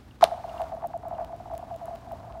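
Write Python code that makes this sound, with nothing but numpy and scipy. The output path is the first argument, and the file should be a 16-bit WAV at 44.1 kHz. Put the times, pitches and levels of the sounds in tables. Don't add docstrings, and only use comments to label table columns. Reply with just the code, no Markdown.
import sys
import numpy as np
from scipy import signal
from scipy.fft import rfft, irfft, next_fast_len
from scipy.io import wavfile
from scipy.ndimage import map_coordinates

SR = 44100
rng = np.random.default_rng(int(sys.argv[2]) if len(sys.argv) > 2 else 0)


def transcribe(signal):
    frames = np.atleast_2d(signal).T
    limited = np.clip(frames, -1, 1)
    pcm = np.round(limited * 32767).astype(np.int16)
    wavfile.write(sys.argv[1], SR, pcm)


N = 105840

# (frequency [Hz], level [dB])
HISS_COLOUR = [(100, -15), (700, 7.5), (1500, 1), (2200, -3.5), (4000, -7), (7000, -13.5), (10000, -17.5),
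               (16000, -19.5)]
NEAR_RING_S, LEAD_S = 0.01606, 0.003


def amp(db):
    return 10 ** (np.asarray(db) / 20)


def unit_rms(x):
    return x / np.sqrt(np.mean(x ** 2) + 1e-20)


def curve_at(points, hz):
    freqs, values = np.transpose(points)
    return np.interp(np.log(hz + 1), np.log(freqs + 1), values)


def fader(points):
    return amp(np.interp(np.arange(N) / SR, *np.transpose(points)))


def wobble(per_s):
    knots = rng.standard_normal(int(N * per_s / SR) + 4)
    return map_coordinates(knots, [np.arange(N) * per_s / SR])


def filtered(x, response):
    size = next_fast_len(N + SR // 2)
    return irfft(rfft(x, size) * response(np.fft.rfftfreq(size, 1 / SR)), size)[:N]


def noise(colour):
    return unit_rms(filtered(rng.standard_normal(N), lambda hz: amp(curve_at(colour, hz))))


def snap(colour, size=1024):
    cepstrum = irfft(np.log(amp(curve_at(colour, np.fft.rfftfreq(size, 1 / SR)))))
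    cepstrum[1:size // 2] *= 2
    cepstrum[size // 2 + 1:] = 0
    pulse = irfft(np.exp(rfft(cepstrum)))
    return pulse / np.abs(pulse).max()


def add(track, start_s, sound):
    part = track[round(start_s * SR):][:len(sound)]
    part += sound[:len(part)]


def falling_sine(t, end_hz, sweep_hz, fall_s):
    hz = end_hz + sweep_hz * np.exp(-t / fall_s)
    return np.sin(2 * np.pi * np.cumsum(hz) / SR)


def scattered(grain, per_s, spread_db):
    hits = (rng.random(N) < per_s / SR) * amp(spread_db * rng.standard_normal(N))
    polarity = rng.choice([-1, 1], N)
    return unit_rms(signal.fftconvolve(hits * polarity, grain)[:N])


def outdoors(flicker_db=1, waver_db=2.56, drift_rad=0.36):
    # (frequency [Hz], level [dB])
    motor_partials = [(59.5, -57.5), (118, -57)]
    # (time [s], level [dB])
    hiss_ride = [(0, -59.5), (.21, -61), (.27, -61), (.45, -56), (.62, -56), (.72, -62), (1.0, -63),
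                 (1.22, -66), (1.42, -60), (1.9, -59.5), (2.4, -64)]
    rumble_ride = [(0, -50.5), (1.2, -48), (2.4, -49)]
    # (frequency [Hz], level [dB])
    rumble_colour = [(15, -74), (28, -23), (42, -4), (62, 0), (87, -1.5), (120, -2.5), (160, -8),
                     (250, -8.5), (330, -12.5), (450, -18), (700, -28), (1500, -85)]
    motor, t = np.zeros(N), np.arange(N) / SR
    for hz, db in motor_partials:
        gain = amp(db + waver_db * wobble(7.6))
        motor += gain * np.sin(2 * np.pi * hz * t + drift_rad * wobble(4.12))
    hiss = fader(hiss_ride) * noise(HISS_COLOUR) * amp(flicker_db * wobble(80))
    rumble = fader(rumble_ride) * noise(rumble_colour)
    return hiss + rumble + motor


def woods_echo(x, send_db=-23):
    # (frequency [Hz], time to fall 60 dB [s])
    decay_times = [(200, 1), (700, 0.99), (3000, 0.65), (8000, 0.66), (16000, 0.17)]
    hz, t, spectra = signal.stft(rng.standard_normal(SR), SR, nperseg=256)
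    decay = amp(-60 * t / curve_at(decay_times, hz)[:, None])
    tail = signal.istft(spectra * decay, SR, nperseg=256)[1]
    return amp(send_db) * signal.fftconvolve(x, tail / np.linalg.norm(tail))[:N]


def sliding(flutter_db=3.5):
    # (time [s], level [dB])
    slide_ride = [(0, -99), (.225, -90), (.245, -32.5), (.30, -43.5), (.42, -48.5), (.53, -42.5),
                  (.63, -40.5), (.79, -49.5), (1.0, -54), (1.22, -44.5), (1.42, -55), (1.9, -47.5),
                  (2.06, -49), (2.13, -46), (2.18, -47), (2.4, -50)]
    # (frequency [Hz], level [dB])
    sheet_colour = [(100, -26), (460, -17), (580, -14), (670, 1.5), (760, -9), (1000, -8.5), (1400, -18.5),
                    (2000, -33.5), (5000, -61)]
    hum = amp(-2.5) * unit_rms(noise(sheet_colour) * amp(flutter_db * wobble(60)))
    chatter = amp(-1) * scattered(bending_wave(NEAR_RING_S), per_s=130, spread_db=3.5)
    grit = amp(-14.5) * scattered(snap(HISS_COLOUR), per_s=1800, spread_db=0.5)
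    return fader(slide_ride) * (hum + chatter + grit)


def pips(attack_s=0.0023):
    # (time [s], level [dB])
    cues = [(.1085, -53), (.493, -47.5), (0.578, -47), (1.149, -55.5)]
    out, t = np.zeros(N), np.arange(SR // 40) / SR
    envelope = t / attack_s * np.exp(1 - t / attack_s)
    pip = envelope * falling_sine(t, end_hz=2770, sweep_hz=2800, fall_s=0.0008)
    for start_s, db in cues:
        add(out, start_s, amp(db) * pip)
    return out


def stone_clicks(body_decay_s=0.0002, edge_decay_s=0.00067, splinter=0.42):
    # (time [s], body level [dB], edge level [dB])
    cues = [(0.6181, -27.5, -34), (.750, -65, -45), (.872, -58, -32.5), (0.9764, -58, -41.5),
            (1.084, -62, -37), (1.247, -39, -39), (1.364, -49, -43), (1.538, -50, -40.5), (1.552, -36, -47),
            (1.579, -42.5, -28), (1.743, -46, -50), (1.7621, -42, -37), (1.857, -44, -33),
            (1.954, -46, -41), (1.959, -40, -44), (2.120, -41.5, -35), (2.324, -42, -64)]
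    # (frequency [Hz], level [dB])
    body_colour = [(200, -11), (700, -10), (1500, 2), (2200, -1), (3000, 4), (4000, -4), (5500, -10),
                   (7000, -30), (16000, -24)]
    edge_colour = [(500, -32), (4000, -22), (7000, 0), (9000, -0.5), (12500, 1), (16000, -2)]
    out, t = np.zeros(N), np.arange(SR // 100) / SR
    for start_s, body_db, edge_db in cues:
        layers = (body_db, body_colour, body_decay_s), (edge_db, edge_colour, edge_decay_s)
        for db, colour, decay_s in layers:
            tail = splinter * rng.standard_normal(len(t)) * np.exp(-t / decay_s)
            force = (t == 0) + tail
            add(out, start_s, amp(db) * np.convolve(force / np.linalg.norm(force), snap(colour)))
    return out


def ice_crunches():
    # (time [s], level [dB], decay [s])
    cues = [(0.2107, -30, 0.007), (0.2209, -31, 0.0053), (0.225, -30, 0.018), (0.241, -23.5, 0.0028),
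            (0.2482, -33.5, 0.011)]
    # (frequency [Hz], level [dB])
    crunch_colour = [(60, -14), (250, 5), (1200, 8.5), (2000, -12.5), (3700, -5), (4600, -12), (6500, -17),
                     (10000, -33), (16000, -37)]
    envelope, t = np.zeros(N), np.arange(N) / SR
    for start_s, db, decay_s in cues:
        envelope += amp(db) * (t >= start_s) * np.exp(-np.abs(t - start_s) / decay_s)
    return noise(crunch_colour) * envelope


def bending_wave(ring_s, ice_hz=657, sweep_hz=1075.3, sag_hz=22.6, radiate_hz=259, close_s=0.0023):
    t = np.arange(SR // 10) / SR - LEAD_S
    fall_s = 0.002239 * (ring_s / NEAR_RING_S) ** 0.36
    above_note_hz = sweep_hz * np.exp(-t / fall_s)
    swell = 1 + 0.093 * np.exp(-(t / fall_s - 2.4) ** 2)
    onset = swell / (1 + (above_note_hz / radiate_hz) ** 2)
    lead_in = 0.04 * np.exp(-(t / LEAD_S * 2) ** 2)
    gate = 0.5 - 0.5 * np.tanh(2 * (t - ring_s) / close_s)
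    detune = 1 + 0.011 * rng.uniform(-1.18, 1)
    note_hz = ice_hz * detune + sag_hz * (1 - t / ring_s)
    return (onset + lead_in) * gate * falling_sine(t, note_hz, sweep_hz, fall_s)


def ice_chirps(ripple_db=1.0):
    # (time [s], ring length [s], level [dB])
    contacts = [(0.2245, 0.0175, -6.5), (0.2555, 0.0203, -31), (0.271, 0.0135, -29), (0.312, 0.0292, -28.5),
                (0.3405, 0.0165, -31.5), (0.373, 0.0193, -36), (0.3935, 0.021, -39), (0.4385, 0.018, -30),
                (0.4555, 0.014, -40.9), (0.478, 0.023, -35.5), (0.505, 0.013, -40.0),
                (0.5375, 0.015, -30.7), (0.563, 0.011, -42), (0.581, 0.0087, -42), (0.5945, 0.014, -27.0),
                (0.6045, 0.027, -25), (0.617, 0.012, -30), (0.628, 0.018, -32.5), (0.653, 0.028, -42),
                (0.691, 0.018, -39.6), (0.7155, 0.014, -30.5), (0.7225, 0.03, -29.5), (0.766, 0.019, -35),
                (0.8225, 0.019, -29.5), (0.8385, 0.019, -26), (0.847, 0.022, -29.5),
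                (0.8965, 0.0175, -39.0), (0.9345, 0.034, -28.5), (1.03, 0.015, -33.5),
                (1.0495, 0.035, -31.5), (1.1075, 0.014, -28.5), (1.1225, 0.019, -29),
                (1.1395, 0.034, -35.5), (1.1835, 0.0165, -27.5), (1.2, 0.016, -30), (1.209, 0.041, -34),
                (1.2635, 0.019, -47), (1.29, 0.069, -38.5), (1.326, 0.0178, -32), (1.398, 0.016, -35),
                (1.455, 0.016, -36), (1.472, 0.018, -38), (1.497, 0.033, -34.5), (1.511, 0.047, -31.5),
                (1.5345, 0.044, -34.5), (1.588, 0.017, -37), (1.624, 0.016, -32.5), (1.6755, 0.0175, -40.3),
                (1.698, 0.019, -38), (1.705, 0.058, -32.5), (1.8075, 0.0515, -36), (1.877, 0.019, -32),
                (1.9025, 0.053, -34.5), (1.962, 0.021, -44), (2.065, 0.078, -40.5), (2.1115, 0.025, -30),
                (2.179, 0.076, -49), (2.267, 0.047, -47.5), (2.3485, 0.091, -38)]
    out = np.zeros(N)
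    for start_s, ring_s, db in contacts:
        add(out, start_s - LEAD_S, amp(db) * bending_wave(ring_s))
    return out * amp(ripple_db * wobble(250))


def rock_crack(start_s=0.2408, db=-3, echo_s=0.00108, echo_db=-19):
    # (frequency [Hz], level [dB])
    crack_colour = [(100, -10), (400, -8.5), (800, -8), (1400, -3), (2000, -1.5), (2600, 1), (3200, 2.5),
                    (4100, 3), (4800, -5), (5800, -5), (7000, -16), (9300, -6.5), (12000, -17),
                    (16000, -21)]
    crack = amp(db) * snap(crack_colour)
    out = np.zeros(N)
    add(out, start_s, -crack)
    add(out, start_s + echo_s, amp(echo_db) * crack)
    return out


def scene():
    rock = ice_chirps() + rock_crack() + stone_clicks() + ice_crunches() + pips() + sliding()
    return (rock + woods_echo(rock) + outdoors())[None]


def record(dry):
    top_hz, fade_hz = 16500, 900
    padded = [np.pad(x, (0, SR // 10), "reflect") for x in dry]
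    return np.array([filtered(x, lambda hz: np.clip((top_hz - hz) / fade_hz, 0, 1)) for x in padded])


dry = scene()
out = record(dry)
transcribe(out)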